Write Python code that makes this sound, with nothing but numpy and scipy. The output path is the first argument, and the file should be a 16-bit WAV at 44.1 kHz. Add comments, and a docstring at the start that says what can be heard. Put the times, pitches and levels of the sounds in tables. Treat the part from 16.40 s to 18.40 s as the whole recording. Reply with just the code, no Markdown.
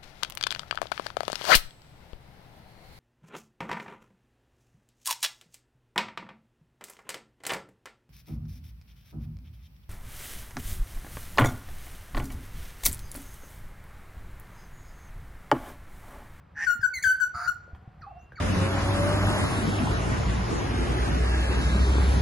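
"""Butcherbird close by among trees

A butcherbird sings from a near branch: a rasp, five down-slurred whistles, a lower rasp that snaps
into a last whistle, then soft, mostly falling warbles, a thin high tone and small clicks.
Whistles are gliding sines with flickering overtones; rasps are tones chopped by a flutter, plus hiss.
The trees answer with delayed copies and a tail of dying noise; a faint call wavers far off,
and light air, made of shaped noise and low bumps, rumbles on the microphone."""
import sys
import numpy as np
from scipy import signal
from scipy.fft import rfft, irfft
from scipy.io import wavfile

SR = 44100
rng = np.random.default_rng(int(sys.argv[2]) if len(sys.argv) > 2 else 0)


def put_to_file(sound):
    """Save the sound as 16-bit audio at rate SR, in the file named by the first command-line argument."""
    columns = np.atleast_2d(sound).T  # one column per channel
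    safe = np.clip(columns, -1, 1)
    whole_steps = np.round(safe * 32767)
    wavfile.write(sys.argv[1], SR, whole_steps.astype(np.int16))


N = 88200
T = np.arange(N) / SR

# Whistled notes: start_s, length_s, held_pitch_hz, start_above_hz, slur_time_s, sag_hz_per_s, level_db,
# overtones_db, left_lean_db, final_drop_hz, bill_resonance_hz
WHISTLE_NOTES = [(0.262, 0.076, 1431, 299, 0.0076, 0, -23.5, -3, 19, 1.5, 7330),
                 (0.426, .037, 1476, 331, 0.0065, 49, -22, -6, 20, -22.5, 6700),
                 (0.532, .058, 2017, 301, .022, -2.5, -34.5, 10.5, 25, 217.5, 4300),
                 (0.633, 0.097, 1518, 747.5, 0.0055, -21, -21.5, -2, 9.5, -24, 5080),
                 (0.801, 0.046, 1493, 148.5, 0.0078, 652.5, -24.5, -1, 22, 2.5, 5460),
                 (1.071, 0.029, 1494, -400, 0.00502, 1495, -24, -1.5, 32, 114, 4450)]
# Overtone colour of whistles and chirps: frequency_hz, level_db
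WHISTLE_OVERTONES = [(2900, -33), (4400, -26.5), (7400, -27.5), (8600, -41), (12200, -40.5), (13500, -47.5),
                     (15200, -39.5)]
ATTACK_S, RELEASE_S, DROP_S = 0.011, 0.0061, 0.0034
OVERTONE_LEAD_S = .005  # overtones let go this much before the whistle
JITTER_SHARE, JITTER_HZ, WAVER_SHARE = 0.0024, 483, 0.00262  # shares of the pitch
BILL_DB, BILL_WIDTH_HZ, FLICKER_DB = 6.5, 510, 3.5

# Quick falling chirps that lead into a whistle: start_s, length_s, pitch_hz, level_db, overtones_db
CHIRPS = [(0.408, 0.013, 1900, -44.5, 8.5), (0.623, 0.011, 2380, -37.5, 20.5),
          (.798, 0.0069, 1650, -30, 2.5)]
# Colour of the air after each chirp: frequency_hz, density_db_per_hz
PUFF_COLOUR = [(1500, -22.5), (6500, 2), (15500, -19.5)]
CHIRP_FALL_HZ_PER_S = 28000
PUFF_DB, PUFF_DECAY_S = -20, 0.019

# Rasped notes: start_s, length_s, pitch_hz, rise_hz_per_s, pulses_per_s, attack_s, level_db,
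# swell_db_per_s, low_tone_hz, low_tone_db, hiss_db, hiss_swell_db_per_s
RASP_NOTES = [(0.143, .106, 1659, 1895, 160, 0.043, -35, 86.5, 834, -20, -15, 117.5),
              (0.935, 0.133, 1277, 1200, 140, 0.016, -33.5, 19, 712, -17.5, -16.5, 12)]
# Hiss colour, one curve per rasp: frequency_hz, density_db_per_hz
RASP_HISS_COLOURS = [
    [(750, -7.5), (2200, 12.5), (3900, -13), (5750, 6), (7000, -9), (15200, -36)],
    [(600, -13), (2000, 10), (3300, -22.5), (4700, 10), (5700, -8), (7100, -1.5), (8100, -59), (9300, -7),
     (10900, -33), (15200, -19)],
]
# Lower tones inside a rasp: pitch_ratio, level_db
RASP_LOW_TONES = [(1, -0.5), (1.27, -5)]
RASP_DEPTH = .65
RASP_PULSE_JITTER, RASP_PITCH_JITTER, RASP_BEND, LOW_JITTER = .16, .032, .045, .035  # shares

# Soft warbles, one curve per note: time_s, pitch_hz, level_db
WARBLE_CURVES = [
    [(1.61, 2178, -62), (1.623, 1398, -50), (1.642, 1188, -44), (1.668, 1006, -59.5)],
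    [(1.664, 780, -47.5), (1.677, 795, -42), (1.700, 870, -55.5), (1.716, 747, -43), (1.728, 626, -54.5)],
    [(1.750, 692.5, -56.5), (1.772, 713, -44.5), (1.786, 782, -56)],
    [(1.785, 5520, -78.5), (1.83, 6900, -80)],
    [(1.954, 2234, -60), (1.966, 2280, -53.5), (1.975, 1562, -48.5), (1.992, 1227, -41.5), (2.0, 1264, -38)],
]
# Overtone colour of the warbles: frequency_hz, level_db
WARBLE_COLOUR = [(3500, -40.5), (4500, -9.5), (4900, -20.5)]
# Thin high tone above the warbles: time_s, pitch_hz, level_db
THIN_TONE_CURVE = [(1.615, 2430, -73), (1.72, 2723, -72), (1.885, 2754, -68)]
# Small clicks of bill and perch: start_s, ring_hz, decay_s, ring_db, broad_tick_db
BILL_CLICKS = [(1.278, 540, 0.0024, -39, -84), (1.348, 3220, 0.0051, -56, -47),
               (1.92, 1590, 0.003, -35.5, -46.5), (1.922, 521, 0.0028, -42, -71)]

# Echoes off trunks and ground: delay_s, left_db, right_db
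TREE_ECHOES = [(0.0125, -38, -6.5), (0.0241, -10.5, -26.5), (0.0311, -23.5, -8), (.072, -28.5, -12.5)]
# Colour of the near foliage: frequency_hz, level_db
NEAR_COLOUR = [(1500, -7), (4500, 2.5), (9000, 12)]
# Colour of the far trees: frequency_hz, level_db
FAR_TREE_COLOUR = [(700, 4), (7000, 7), (10000, -29)]
ECHO_DULL_HZ = 3490
NEAR_DB, NEAR_T60_S, FAR_DB, FAR_T60_S = -2, 0.16, -16.5, 0.65  # T60: time to die by 60 dB

# Distant wavering call: time_s, pitch_hz, level_db
FAR_CALL_CURVE = [(1.29, 669, -68), (1.4, 758.6, -62), (1.67, 728, -71)]
FAR_WAVER = 0.049  # share of the pitch

# Rumble on the microphone: frequency_hz, density_db_per_hz
RUMBLE_COLOUR = [(25, -22), (65, 0.5), (170, -10), (260, -24.5), (1500, -65)]
# Soft bumps on the microphone: start_s, pitch_hz, decay_s, level_db
MIC_BUMPS = [(0.354, 226, 0.012, -43), (0.393, 107.6, 0.011, -32.5), (1.332, 77, 0.017, -31.5),
             (1.476, 127.6, 0.0085, -33)]
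# Hush shared by both channels: frequency_hz, density_db_per_hz
AIR_COLOUR = [(1450, -8), (2400, -15.5), (13000, -49.5)]
# Faint wide murmur around 700 to 1200 Hz, separate in each channel: frequency_hz, density_db_per_hz
DISTANT_COLOUR = [(700, -5), (1200, -7), (8000, -42.5)]
RUMBLE_DB, GUST_DB, AIR_DB, DISTANT_DB = -54.5, 4, -65.5, -64

MONO_ABOVE_HZ, CUTOFF_HZ = 1690, 15750
TREBLE_FROM_HZ, TREBLE_TURN_RAD = 5070, 1.32  # above this the right channel leads in phase


def from_db(db):
    """Decibels to gain."""
    return 10 ** (np.asarray(db) / 20)


def rms_one(x):
    """Scale to unit power."""
    return x / np.sqrt(np.mean(x ** 2) + 1e-20)


def gain_at(points, hz):
    """Read a spectrum's gain at given frequencies, straight in dB over log frequency."""
    f, db = np.transpose(points)
    return from_db(np.interp(np.log(np.maximum(hz, 1)), np.log(f), db))


def coloured(x, points):
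    """Give a noise a spectrum."""
    return irfft(rfft(x) * gain_at(points, np.fft.rfftfreq(N, 1 / SR)), N)


def noise(points):
    """Coloured noise of unit power."""
    return rms_one(coloured(rng.standard_normal(N), points))


def drift(rate):
    """Random wander of unit power: noise smoothed twice above the rate in Hz."""
    r = np.exp(-2 * np.pi * rate / SR)
    wander = signal.lfilter([1], [1, -2 * r, r * r], rng.standard_normal(2 * N))
    return rms_one(wander[N:])  # skip the filter's settling


def gate(age, length, attack, release):
    """Smooth attack, hold and release; the release is halfway down at the length."""
    opening = np.sin(np.pi / 2 * np.clip(age / attack, 0, 1)) ** 2
    closing = np.sin(np.pi / 2 * np.clip((length - age) / release + .5, 0, 1)) ** 2
    return opening * closing


def burst(start, decay, rise):
    """A quick rise that dies away exponentially."""
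    age = np.maximum(T - start, 0)
    return (1 - np.exp(-age / rise)) * np.exp(-age / decay)


def phase_of(hz):
    """Running phase of a pitch."""
    return 2 * np.pi * np.cumsum(hz) / SR


def overtones(hz, colour, bill_hz=0, count=11):
    """Flickering multiples of a pitch; the open bill lifts those near its resonance."""
    phase = phase_of(hz)
    out = np.zeros(N)
    for k in range(2, count + 1):
        bill_lift_db = BILL_DB / (1 + ((k * hz - bill_hz) / BILL_WIDTH_HZ) ** 2)
        level = gain_at(colour, k * hz) * from_db(bill_lift_db + FLICKER_DB * drift(45))
        out += level * (k * hz < SR / 2) * np.sin(k * phase)
    return out


def glide(curve):
    """Jittered pitch and gated strength of one soft note drawn as a curve."""
    s, hz, db = np.transpose(curve)
    pitch = np.interp(T, s, hz) * (1 + 0.00723 * drift(490))
    shape = gate(T - s[0], s[-1] - s[0] + 0.00092, 0.0033, 0.0041)
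    return pitch, np.sqrt(2) * from_db(np.interp(T, s, db)) * shape


def whistles():
    """Each note slurs onto its held pitch and may bend as it ends; gives the voice and its lean to the left."""
    voice, side = np.zeros(N), np.zeros(N)
    for (start, length, held, above, slur, sag, db, bright_db,
         pan_db, drop, bill_hz) in WHISTLE_NOTES:
        age = np.clip(T - start, 0, length + RELEASE_S)
        hz = held + above * np.exp(-age / slur) - sag * age - drop * np.exp((age - length) / DROP_S)
        hz = hz * (1 + JITTER_SHARE * drift(JITTER_HZ) + WAVER_SHARE * drift(63.3))
        level = np.sqrt(2) * from_db(db) * gate(age, length, ATTACK_S, RELEASE_S)
        tone = level * np.sin(phase_of(hz))
        bright_gate = gate(age, length - OVERTONE_LEAD_S, ATTACK_S, ATTACK_S)
        bright_level = np.sqrt(2) * from_db(db + bright_db) * bright_gate
        voice += tone + bright_level * overtones(hz, WHISTLE_OVERTONES, bill_hz)
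        lean = from_db(pan_db)  # left over right
        side += tone * (lean - 1) / (lean + 1)
    return voice, side


def flicks():
    """A bright chirp dives into the coming whistle and leaves a puff of hiss."""
    out = np.zeros(N)
    for start, length, pitch, db, bright_db in CHIRPS:
        age = np.clip(T - start, 0, 2 * length)
        hz = pitch - CHIRP_FALL_HZ_PER_S * age
        level = np.sqrt(2) * from_db(db) * gate(age, length, length / 2, length / 2)
        bright = from_db(bright_db) * overtones(hz, WHISTLE_OVERTONES)
        out += level * (np.sin(phase_of(hz)) + bright)
        puff = burst(start, PUFF_DECAY_S, rise=PUFF_DECAY_S) * noise(PUFF_COLOUR)
        out += from_db(db + bright_db + PUFF_DB) * puff
    return out


def rasp_low_tones(low_hz):
    """Sum of the lower tones, each wavering on its own."""
    out = np.zeros(N)
    for ratio, tone_db in RASP_LOW_TONES:
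        hz = ratio * low_hz * (1 + LOW_JITTER * drift(171))
        out += from_db(tone_db) * np.sin(phase_of(hz))
    return out


def rasps():
    """An uneven flutter chops and bends a main tone over a hiss and two wavering lower tones."""
    out = np.zeros(N)
    for note, colour in zip(RASP_NOTES, RASP_HISS_COLOURS):
        (start, length, pitch, rise, rate, attack, db, swell_db,
         low_hz, low_db, hiss_db, hiss_swell_db) = note
        age = np.clip(T - start, 0, 2 * length)
        from_middle = age - length / 2  # swells pivot on the middle of the note
        flutter = phase_of(rate * (1 + RASP_PULSE_JITTER * drift(103)))
        pulses = (1 + RASP_DEPTH * np.cos(flutter)) * from_db(drift(78))
        bend = 1 + RASP_PITCH_JITTER * drift(210) + RASP_BEND * np.sin(flutter)
        main = np.sqrt(2) * np.sin(phase_of((pitch + rise * age) * bend))
        low = np.sqrt(2) * from_db(low_db + drift(100)) * rasp_low_tones(low_hz)
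        hiss = from_db(hiss_db + hiss_swell_db * from_middle) * noise(colour)
        level = from_db(db + swell_db * from_middle) * gate(age, length, attack, RELEASE_S)
        out += level * (rms_one(pulses) * main + hiss + low)
    return out


def soft_song():
    """Quiet gliding warbles, mostly falling, with one thin, high tone."""
    hz, level = glide(THIN_TONE_CURVE)
    out = level * np.sin(phase_of(hz))
    for curve in WARBLE_CURVES:
        hz, level = glide(curve)
        out += level * (np.sin(phase_of(hz)) + overtones(hz, WARBLE_COLOUR, count=3))
    return out


def clicks():
    """Short broad ticks, each with a brief ring."""
    tick = noise([(1400, -1), (10000, -40)])  # (Hz, dB per Hz)
    out = np.zeros(N)
    for s, hz, decay, db, tick_db in BILL_CLICKS:
        ring = from_db(db) * np.sin(2 * np.pi * hz * (T - s))
        out += burst(s, decay, rise=0.00079) * (ring + from_db(tick_db) * tick)
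    return out


def scatter(colour, t60):
    """Dying cloud of reflections from leaves and twigs."""
    cloud = coloured(rng.standard_normal(N), colour)
    fade = from_db(-60 * T / t60) * (1 - np.exp(-T / 0.0017))
    return cloud * fade / np.sqrt(np.sum(fade ** 2))


def trees(x):
    """A few dull echoes, near foliage and a longer far tail, the tails separate in each channel."""
    tails = []
    for _ in range(2):
        near = from_db(NEAR_DB) * scatter(NEAR_COLOUR, NEAR_T60_S)
        far = from_db(FAR_DB) * scatter(FAR_TREE_COLOUR, FAR_T60_S)
        tails.append(signal.fftconvolve(x, near + far)[:N])
    out = np.array(tails)
    dull = signal.sosfiltfilt(signal.butter(2, ECHO_DULL_HZ, fs=SR, output="sos"), x)
    for delay, left_db, right_db in TREE_ECHOES:
        late = np.pad(dull, (round(delay * SR), 0))[:N]
        out += from_db([[left_db], [right_db]]) * late
    return out


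def far_call():
    """A faint low tone that wavers and fades in and out."""
    hz, level = glide(FAR_CALL_CURVE)
    wavering = hz * (1 + FAR_WAVER * drift(74))
    return level * from_db(FLICKER_DB * drift(30)) * np.sin(phase_of(wavering))


def air():
    """Gusty rumble and ringing low bumps on the microphone over a faint outdoor hush and a soft, wide murmur
    near 1 kHz."""
    bumps = np.zeros(N)
    for s, hz, decay, db in MIC_BUMPS:
        bumps += from_db(db) * burst(s, decay, rise=0.00062) * np.sin(2 * np.pi * hz * (T - s))
    rumble = from_db(RUMBLE_DB + GUST_DB * drift(17)) * noise(RUMBLE_COLOUR)
    hush = from_db(AIR_DB) * noise(AIR_COLOUR)
    wide_murmur = from_db(DISTANT_DB) * np.array([noise(DISTANT_COLOUR), noise(DISTANT_COLOUR)])
    return bumps + rumble + hush + wide_murmur


def scene():
    """The bird among the trees, its whistles leaning left; a far call and the air."""
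    voice, side = whistles()
    bird = voice + flicks() + rasps() + soft_song() + clicks()
    return bird + side * np.array([[1], [-1]]) + trees(bird) + far_call() + air()


def record(dry):
    """The treble is alike in both channels, its upper part turned in phase; the top is cut."""
    mid, side = (dry[0] + dry[1]) / 2, (dry[0] - dry[1]) / 2
    side = signal.sosfiltfilt(signal.butter(8, MONO_ABOVE_HZ, fs=SR, output="sos"), side)
    hz = np.fft.rfftfreq(N, 1 / SR)
    turn = TREBLE_TURN_RAD / 2 * (1 - 1 / (1 + (hz / TREBLE_FROM_HZ) ** 20))  # half for each channel
    spectra = rfft(np.array([mid + side, mid - side]))
    both = irfft(spectra * np.exp(1j * turn * np.array([[-1], [1]])), N)
    top = signal.ellip(10, .1, 80, CUTOFF_HZ, fs=SR, output="sos")
    return signal.sosfilt(top, both)


dry = scene()
out = record(dry)
put_to_file(out)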